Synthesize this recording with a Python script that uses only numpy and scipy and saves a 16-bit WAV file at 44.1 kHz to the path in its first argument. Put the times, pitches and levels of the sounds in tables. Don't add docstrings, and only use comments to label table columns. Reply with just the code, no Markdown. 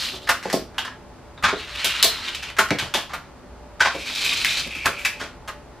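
import sys
import numpy as np
from scipy import signal
from scipy.fft import rfft, irfft
from scipy.io import wavfile

SR = 44100
rng = np.random.default_rng(int(sys.argv[2]) if len(sys.argv) > 2 else 0)


def wrap_up_sound(samples):
    columns = np.atleast_2d(samples).T
    tamed = np.clip(columns, -1, 1)
    steps = np.round(tamed * 32767).astype(np.int16)
    wavfile.write(sys.argv[1], SR, steps)


def undo_db(level):
    steps = np.asarray(level, float) / 20
    return 10 ** steps


N = 255780


def rms_one(x):
    return x / np.sqrt(np.mean(x ** 2) + 1e-20)


def at_hz(points, hz):
    point_hz, value = np.array(points).T
    return np.interp(np.log(hz + 1), np.log(point_hz), value)


def coloured(x, points):
    size = x.shape[-1]
    gain = undo_db(at_hz(points, np.fft.rfftfreq(size, 1 / SR)))
    return irfft(rfft(x) * gain, size)


def resonate(x, hz, width):
    r = np.exp(-np.pi * width / SR)
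    poles = [1, -2 * r * np.cos(2 * np.pi * hz / SR), r * r]
    return signal.lfilter([(1 - r * r) / 2, 0, (r * r - 1) / 2], poles, x)


def gliding(contacts, hz, width):
    turned = contacts * np.exp(2j * np.pi * rng.random(N))
    r = np.exp(-np.pi * width / SR)
    envelope = signal.lfilter([1], [1, -2 * r, r * r], turned)
    return np.real(envelope * np.exp(2j * np.pi * np.cumsum(hz) / SR))


def filtered(x, hz, kind):
    return signal.sosfilt(signal.butter(2, hz, kind, fs=SR, output="sos"), x)


def wobble(per_s):
    return np.interp(np.arange(N) / SR * min(per_s, 150), np.arange(1000), rng.standard_normal(1000))


def grains(per_s, spread_db, size):
    strength = undo_db(spread_db * np.minimum(rng.exponential(1, size), 4)) * rng.choice([-1, 1], size)
    return strength * (rng.random(size) < per_s / SR)


def rattle(rise_ms, length_ms, per_s):
    ms = np.arange(SR // 5) * 1000 / SR
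    contacts = grains(per_s, 2.55, len(ms))
    contacts[0] = 1
    build_up = 1.05 - np.exp(-ms / max(rise_ms, .1))
    return contacts * build_up * np.exp(-ms / max(length_ms, 1))


def add(track, s, db, sound):
    i = round(s * SR)
    track[i:i + len(sound)] += (undo_db(db) * sound / np.abs(sound).max())[:N - i]


def rolling():
    # time in seconds, drumming of the wheels in dB, looseness of the ride in dB.
    car_runs = [
        [(0.0, -31, 3.2), (0.09, -30, -1), (0.115, -41.5, 2.5), (0.17, -43, 4), (0.2, -48, -1.5),
         (0.3, -42, 13)],
        [(1.52, -34, 9), (1.62, -40.5, -2), (1.806, -31.5, -2), (1.918, -23.5, -6), (2.02, -30, 0.1),
         (2.166, -38, 0.7), (2.284, -33.5, -0.7), (2.36, -41, -3), (2.56, -35, -8)],
        [(3.9, -25, 0.1), (3.99, -38.5, -1), (4.17, -30.5, 3.6), (4.26, -21.5, -0.6), (4.42, -29, 2.5),
         (4.61, -26.5, 2), (4.67, -29.5, -7), (4.88, -32, -12.5), (5.25, -46, -4)],
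    ]
    # track in Hz, its width in Hz, axle width in Hz, hiss limit in Hz.
    car_modes = [(2820, 1000, 1300, 11400), (2600, 850, 800, 8700), (2450, 380, 750, 9300)]
    # axle rattle, wheel hiss and track body in dB re drumming.
    layer_shares = [(-1.5, -1.5, -7), (-1, -3.5, -1), (-2.9, -2, -12)]
    # axle rattle, wheel hiss and track body in dB per dB.
    looseness_drives = (1.52, .9, 1)
    # centre in Hz, swing in Hz, rocks per second, highest moment in s.
    axle_rocking = [(4000, 280, 2.6, 0.00059), (3880, 248, 9.4, 1.6), (3900, 190, 5.5, 4.222)]
    # frequency in Hz, level in dB per Hz.
    hiss_spectrum = [(2350, 10), (4000, -10), (4600, -5.5), (6590, -11.5), (11400, -19), (14600, -13.5),
                     (16000, -41)]
    out = np.zeros(N)
    t = np.arange(N) / SR
    for rows, shares, rocking, modes in zip(car_runs, layer_shares, axle_rocking, car_modes):
        s, drum_db, loose_db = np.transpose(rows)
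        track_hz, track_width, axle_width, hiss_hz = modes
        levels = [drum_db]
        for share, drive in zip(shares, looseness_drives):
            levels.append(drum_db + share + drive * loose_db)
        centre_hz, swing_hz, per_s, top_s = rocking
        axle_hz = centre_hz + swing_hz * np.cos(2 * np.pi * per_s * (t - top_s))
        since_start = t - s[0] + (s[0] == 0)
        fade = np.clip(np.minimum(since_start, s[-1] - t) / 0.085, 0, 1)
        bumps = undo_db(4.2 * wobble(45))
        track, axle, tyre, body = (grains(per_s * bumps, 2.6, N) for per_s in (800, 900, 4000, 2000))
        jounce_db = 0.76 * wobble(30)
        layers = (resonate(resonate(track, track_hz, track_width), track_hz, 2.4 * track_width),
                  gliding(axle, axle_hz, axle_width),
                  filtered(coloured(tyre, [(3000, -17.0)] + list(hiss_spectrum)), hiss_hz, "low"),
                  filtered(body, [1100, 2300], "band"))
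        car = 0
        for db, layer in zip(levels, layers):
            level_db = np.interp(t, s, db) - 4.5 + jounce_db + 0.56 * wobble(24.94)
            car = car + undo_db(level_db) * rms_one(layer)
        out += fade * car
    return out


def clacks():
    # start in seconds, peak in dB, ring in Hz, rattle length in ms, top in dB.
    jolt_rows = [(1.751, -25, 2970, 10, -2.1), (1.8447, -3.5, 3230, 1.6, -3), (1.848, -5.5, 3200, 18, -2),
                 (2.0268, 7.5, 4100, 6.8, 0.1), (2.0424, 2, 3740, 7.9, 4.5), (2.166, -21.5, 4090, 55, -15),
                 (4.0587, -22.5, 2420, 24, -12), (4.096, -18, 3830, 9.1, -12), (4.15, -16, 5200, 25, -4),
                 (4.2467, -10, 2600, 15, 0), (4.2616, -22, 2450, 17, 3), (4.3349, -14, 2500, 4.9, -3),
                 (4.447, -2, 2600, 1.2, -4.5), (4.454, -12, 2250, 13, -4), (4.5304, -20, 2392, 4.2, -3),
                 (4.6738, -18.5, 2500, 5.7, -4), (4.7506, -24, 2500, 34, -8), (4.9838, -24.5, 2400, 63, -7),
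                 (5.0486, -5, 2360, 12, -9), (5.0641, -12.5, 2420, 9.3, 3)]
    # start in seconds, peak in dB, ring in Hz, rattle length in ms, bottom in dB.
    placing_rows = [(0.4272, -18.5, 1970, 70, -12), (0.4991, -14.5, 1910, 20, -0.5),
                    (0.5267, -8, 4860, 21, -3), (0.744, -33.5, 1720, 86, 10),
                    (0.7809, -10.5, 3150, 17, 8.5), (0.849, -17, 1740, 18.5, 5),
                    (0.8783, -19.5, 1620, 4, 22), (2.347, -14, 2670, 14, -18),
                    (2.4256, -16, 2720, 17, -1.5), (2.4997, -20, 2400, 4.8, 1), (2.686, -18, 1980, 11, -18),
                    (2.7053, -2.5, 2450, 3.7, 4.5), (2.7856, -9.5, 2840, 28, 0),
                    (2.8236, -21.5, 1490, 59, 5.5), (2.939, -5.5, 3380, 27, 2.5),
                    (3.0931, -24.5, 1490, 69, 11)]
    hard_ring_hz, top_db_per_octave = 4560, 17.5
    jolt_bottom_db, bottom_per_top = -13, -1.22
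    strikes = []
    for s, db, hz, length_ms, bottom_db in placing_rows:
        top_db = top_db_per_octave * np.log2(hz / hard_ring_hz)
        strikes.append((s, db, hz, length_ms, top_db, bottom_db))
    for s, db, hz, length_ms, top_db in jolt_rows:
        strikes.append((s, db, hz, length_ms, top_db, jolt_bottom_db + bottom_per_top * top_db))
    out = np.zeros(N)
    for s, db, hz, length_ms, top_db, bottom_db in strikes:
        blow = rattle(0.25, length_ms, 4000)
        ring = 1.41 * rms_one(filtered(resonate(blow, hz, 0.31 * hz), 6014, "low"))
        click = rms_one(filtered(blow, [1500, 5500], "band"))
        top = undo_db(top_db) * rms_one(filtered(blow, [5500, 15000], "band"))
        bottom = undo_db(bottom_db) * rms_one(filtered(blow, [700, 1800], "band"))
        add(out, s, db - 1, ring + click - top - bottom)
    return out


def rings():
    # start in seconds, peak in dB, resonance in Hz, width in Hz, rattle length in ms.
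    ring_rows = [(0.784, -11.5, 3100, 700, 2.6), (1.375, -36.5, 3680, 300, 6), (2.79, -23, 3900, 700, 20),
                 (1.44, -7, 1543, 160, 5.3), (2.029, -13.5, 4140, 220, 34), (0.293, -14, 1410, 260, 21),
                 (2.589, -4, 1436, 262, 4.4), (4.863, -9, 1350, 300, 9.4), (2.708, -16, 2250, 320, 12),
                 (3.805, -4, 1515, 110, 6.4), (4.4473, -7, 2230, 300, 0.82), (4.454, -9, 1980, 260, 1.2),
                 (4.752, -21.5, 2500, 400, 1.2), (4.764, -23, 2450, 250, 4), (4.818, -37, 2360, 250, 8),
                 (4.834, -21, 2380, 250, 1.5), (5.0494, -10.5, 2430, 320, 7), (5.053, -16, 1870, 260, 8),
                 (5.067, -22, 2480, 320, 2.2), (5.084, -24, 2380, 400, 7)]
    out = np.zeros(N)
    for s, db, hz, width, length_ms in ring_rows:
        blow = rattle(0.21, length_ms, 1500)
        add(out, s, db, resonate(resonate(blow, hz, width), hz, 1.4 * width))
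    return out


def snaps():
    # start in seconds, peak in dB, rattle length in ms, edge in dB, crack in dB.
    snap_rows = [(0.27, -23, 15, -8, -20), (0.288, -6, 12.5, -7.5, -10.5), (1.376, -36, 9, -14, -39),
                 (1.424, -23.5, 13, -20, -13), (1.434, -6.5, 21.4, -5.5, -46), (1.482, -15, 19, -7.5, -45),
                 (2.565, -25, 11, -5, -20), (2.584, -7.5, 15.4, -6, -11.5), (3.133, -20, 14.3, -10.5, -15),
                 (3.795, -29.5, 7.7, -8, -24), (3.803, -7.5, 16.4, -1.5, -42), (3.847, -9.5, 23, -7.5, -38),
                 (4.845, -24.5, 15, -26, -12), (4.856, -7.5, 9, -5, -9.5), (5.196, -21, 34, -4.5, -23),
                 (5.476, -23.5, 11, -6, -12.5), (5.49, -26.5, 7.2, -22, -20)]
    # frequency in Hz, width in Hz, level in dB.
    gate_modes = [(740, 155, -10), (1060, 630, -1), (1208, 140, -3), (1490, 118, 3.5), (1720, 160, 1),
                  (1872, 120, -22), (2720, 450, -18), (91, 82, -9), (201, 240, -14.5), (400, 240, -6.5)]
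    out = np.zeros(N)
    for s, db, length_ms, edge_db, crack_db in snap_rows:
        blow = rattle(0.34 * length_ms, length_ms, 4000)
        chance_db = rng.normal(0, 5.5, len(gate_modes))
        modes = 0
        for (hz, width, mode_db), extra_db in zip(gate_modes, chance_db):
            modes = modes + undo_db(mode_db + extra_db) * resonate(blow, hz, width)
        body = rms_one(filtered(modes, 2220, "low"))
        body = body + undo_db(-3.5) * rms_one(filtered(blow, [600, 2300], "band"))
        edge = undo_db(edge_db) * rms_one(filtered(blow, [2000, 6200], "band"))
        crack = undo_db(crack_db) * rms_one(filtered(blow, [6200, 14500], "band"))
        add(out, s, db + 5.0, body - edge + crack)
    return out


def knocks():
    # start in seconds, peak in dB, pitch in Hz, rattle length in ms, boom in dB.
    knock_rows = [(.13, -35.5, 320, 37, -29), (0.454, -21.5, 460, 4.5, -6.5), (.529, -21, 540, 3.9, -9.5),
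                  (.537, -13, 470, 6.3, -0.6), (.557, -25, 620, 4.1, -1), (1.525, -24, 320, 9.9, -10),
                  (1.842, -31.5, 616, 17, -9), (2.039, -23.5, 680, 10, -15.5), (2.709, -18, 347, 8, 6.5),
                  (2.718, -23.5, 445, 9.9, -26), (2.821, -33, 99, 18, -8), (2.942, -22, 680, 26, -10),
                  (3.945, -29, 323, 11, -4.5), (4.654, -36.5, 480, 15, 2), (4.756, -40, 237, 30, -17),
                  (4.879, -27.5, 470, 24, -4.5), (5.21, -34, 636, 15, -5.5)]
    out = np.zeros(N)
    for s, db, hz, length_ms, boom_db in knock_rows:
        width = 0.51 * hz
        blow = filtered(rattle(1.1, length_ms, 900), [0.28 * hz, 900], "band")
        hollow = rms_one(resonate(resonate(blow, hz, width), hz, 3 * width))
        boom = resonate(blow, 189, 85) - 0.71 * resonate(blow, 368, 120)
        upper = undo_db(-8.0) * rms_one(resonate(blow, 720, 300))
        add(out, s, db + 8, hollow + undo_db(boom_db) * rms_one(boom) - upper)
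    return out


def room(x):
    # frequency in Hz, reverberation time in seconds.
    decay_times = [(100, 0.34), (400, 0.25), (1500, 0.3), (4000, 0.31), (10000, 0.08)]
    t = np.arange(SR // 2) / SR
    edges = 40 * 2 ** np.arange(8.)
    density = np.clip(t / 0.035, .03, 1)
    present = rng.random((2, len(t))) < density
    echoes = rng.standard_normal((2, len(t))) * present / np.sqrt(density) * (t > .0015)
    bands = [filtered(echoes, [low, 2 * low], "band") for low in edges[:-1]]
    bands.append(filtered(echoes, edges[-1], "high"))
    response = 0
    for k, band in enumerate(bands):
        decay = undo_db(-60 * t / at_hz(decay_times, edges[k]))
        response = response + (-1) ** k * band * decay
    response /= np.sqrt(np.sum(response ** 2, axis=1, keepdims=True))
    return signal.fftconvolve(x[None], response, axes=1)[:, :N]


def background():
    # frequency in Hz, level in dB per Hz.
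    air_spectrum = [(15, -25), (25, -8.5), (64, 0), (200, -8.5), (550, -12), (840, -11.5), (1190, -15.5),
                    (16000, -52.5)]
    # frequency in Hz, level in dB per Hz.
    capsule_spectrum = [(2500, -8.5), (4500, 4.5), (6700, -3), (9000, -7), (12000, -25), (16000, -33)]
    # frequency in Hz, rms level in dB.
    hum_tones = [(59.2, -50.5), (253.0, -55), (344.5, -59.5), (430.7, -59.5), (586.8, -54.5),
                 (861.3, -58.5)]
    air_db, capsule_db = -40, -66
    air = undo_db(air_db - 3.5) * rms_one(coloured(rng.standard_normal((2, N)), air_spectrum))
    air += undo_db(capsule_db) * rms_one(coloured(rng.standard_normal((2, N)), capsule_spectrum))
    for hz, db in hum_tones:
        tone = resonate(resonate(rng.standard_normal(N), hz, 11.2), hz, 11.2)
        air[0] += undo_db(db) * rms_one(tone)
    return air


def scene():
    # frequency in Hz, side minus mid in dB.
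    side_spectrum = [(20, -40), (200, -6.5), (380, -5), (700, -11), (1290, -13.5), (2380, -7.5), (8120, 6),
                     (15000, 11.5)]
    room_db = -4.5
    cars = rolling()
    place = np.pi / 2 * wobble(7.7)
    sources = (snaps() + knocks(), clacks() + rings(), cars * np.cos(place), cars * np.sin(place))
    wet = sum(room(x) for x in sources)
    air = background()
    mid = sources[0] + sources[1] + undo_db(3.5) * cars + undo_db(room_db) * wet[0] + air[0]
    side = coloured(undo_db(room_db - 4) * wet[1] + air[1], side_spectrum)
    return np.array([mid + side, mid - side])


def low_pass(x):
    return signal.sosfilt(signal.butter(12, 16500, fs=SR, output="sos"), x)


def record(dry):
    steep = signal.cheby2(10, 50, 16200, fs=SR, output="sos")
    rounded = 0.97 * np.tanh(dry / 1.159)
    mix = signal.sosfilt(steep, rounded)
    return low_pass(mix)


dry = scene()
out = record(dry)
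wrap_up_sound(out)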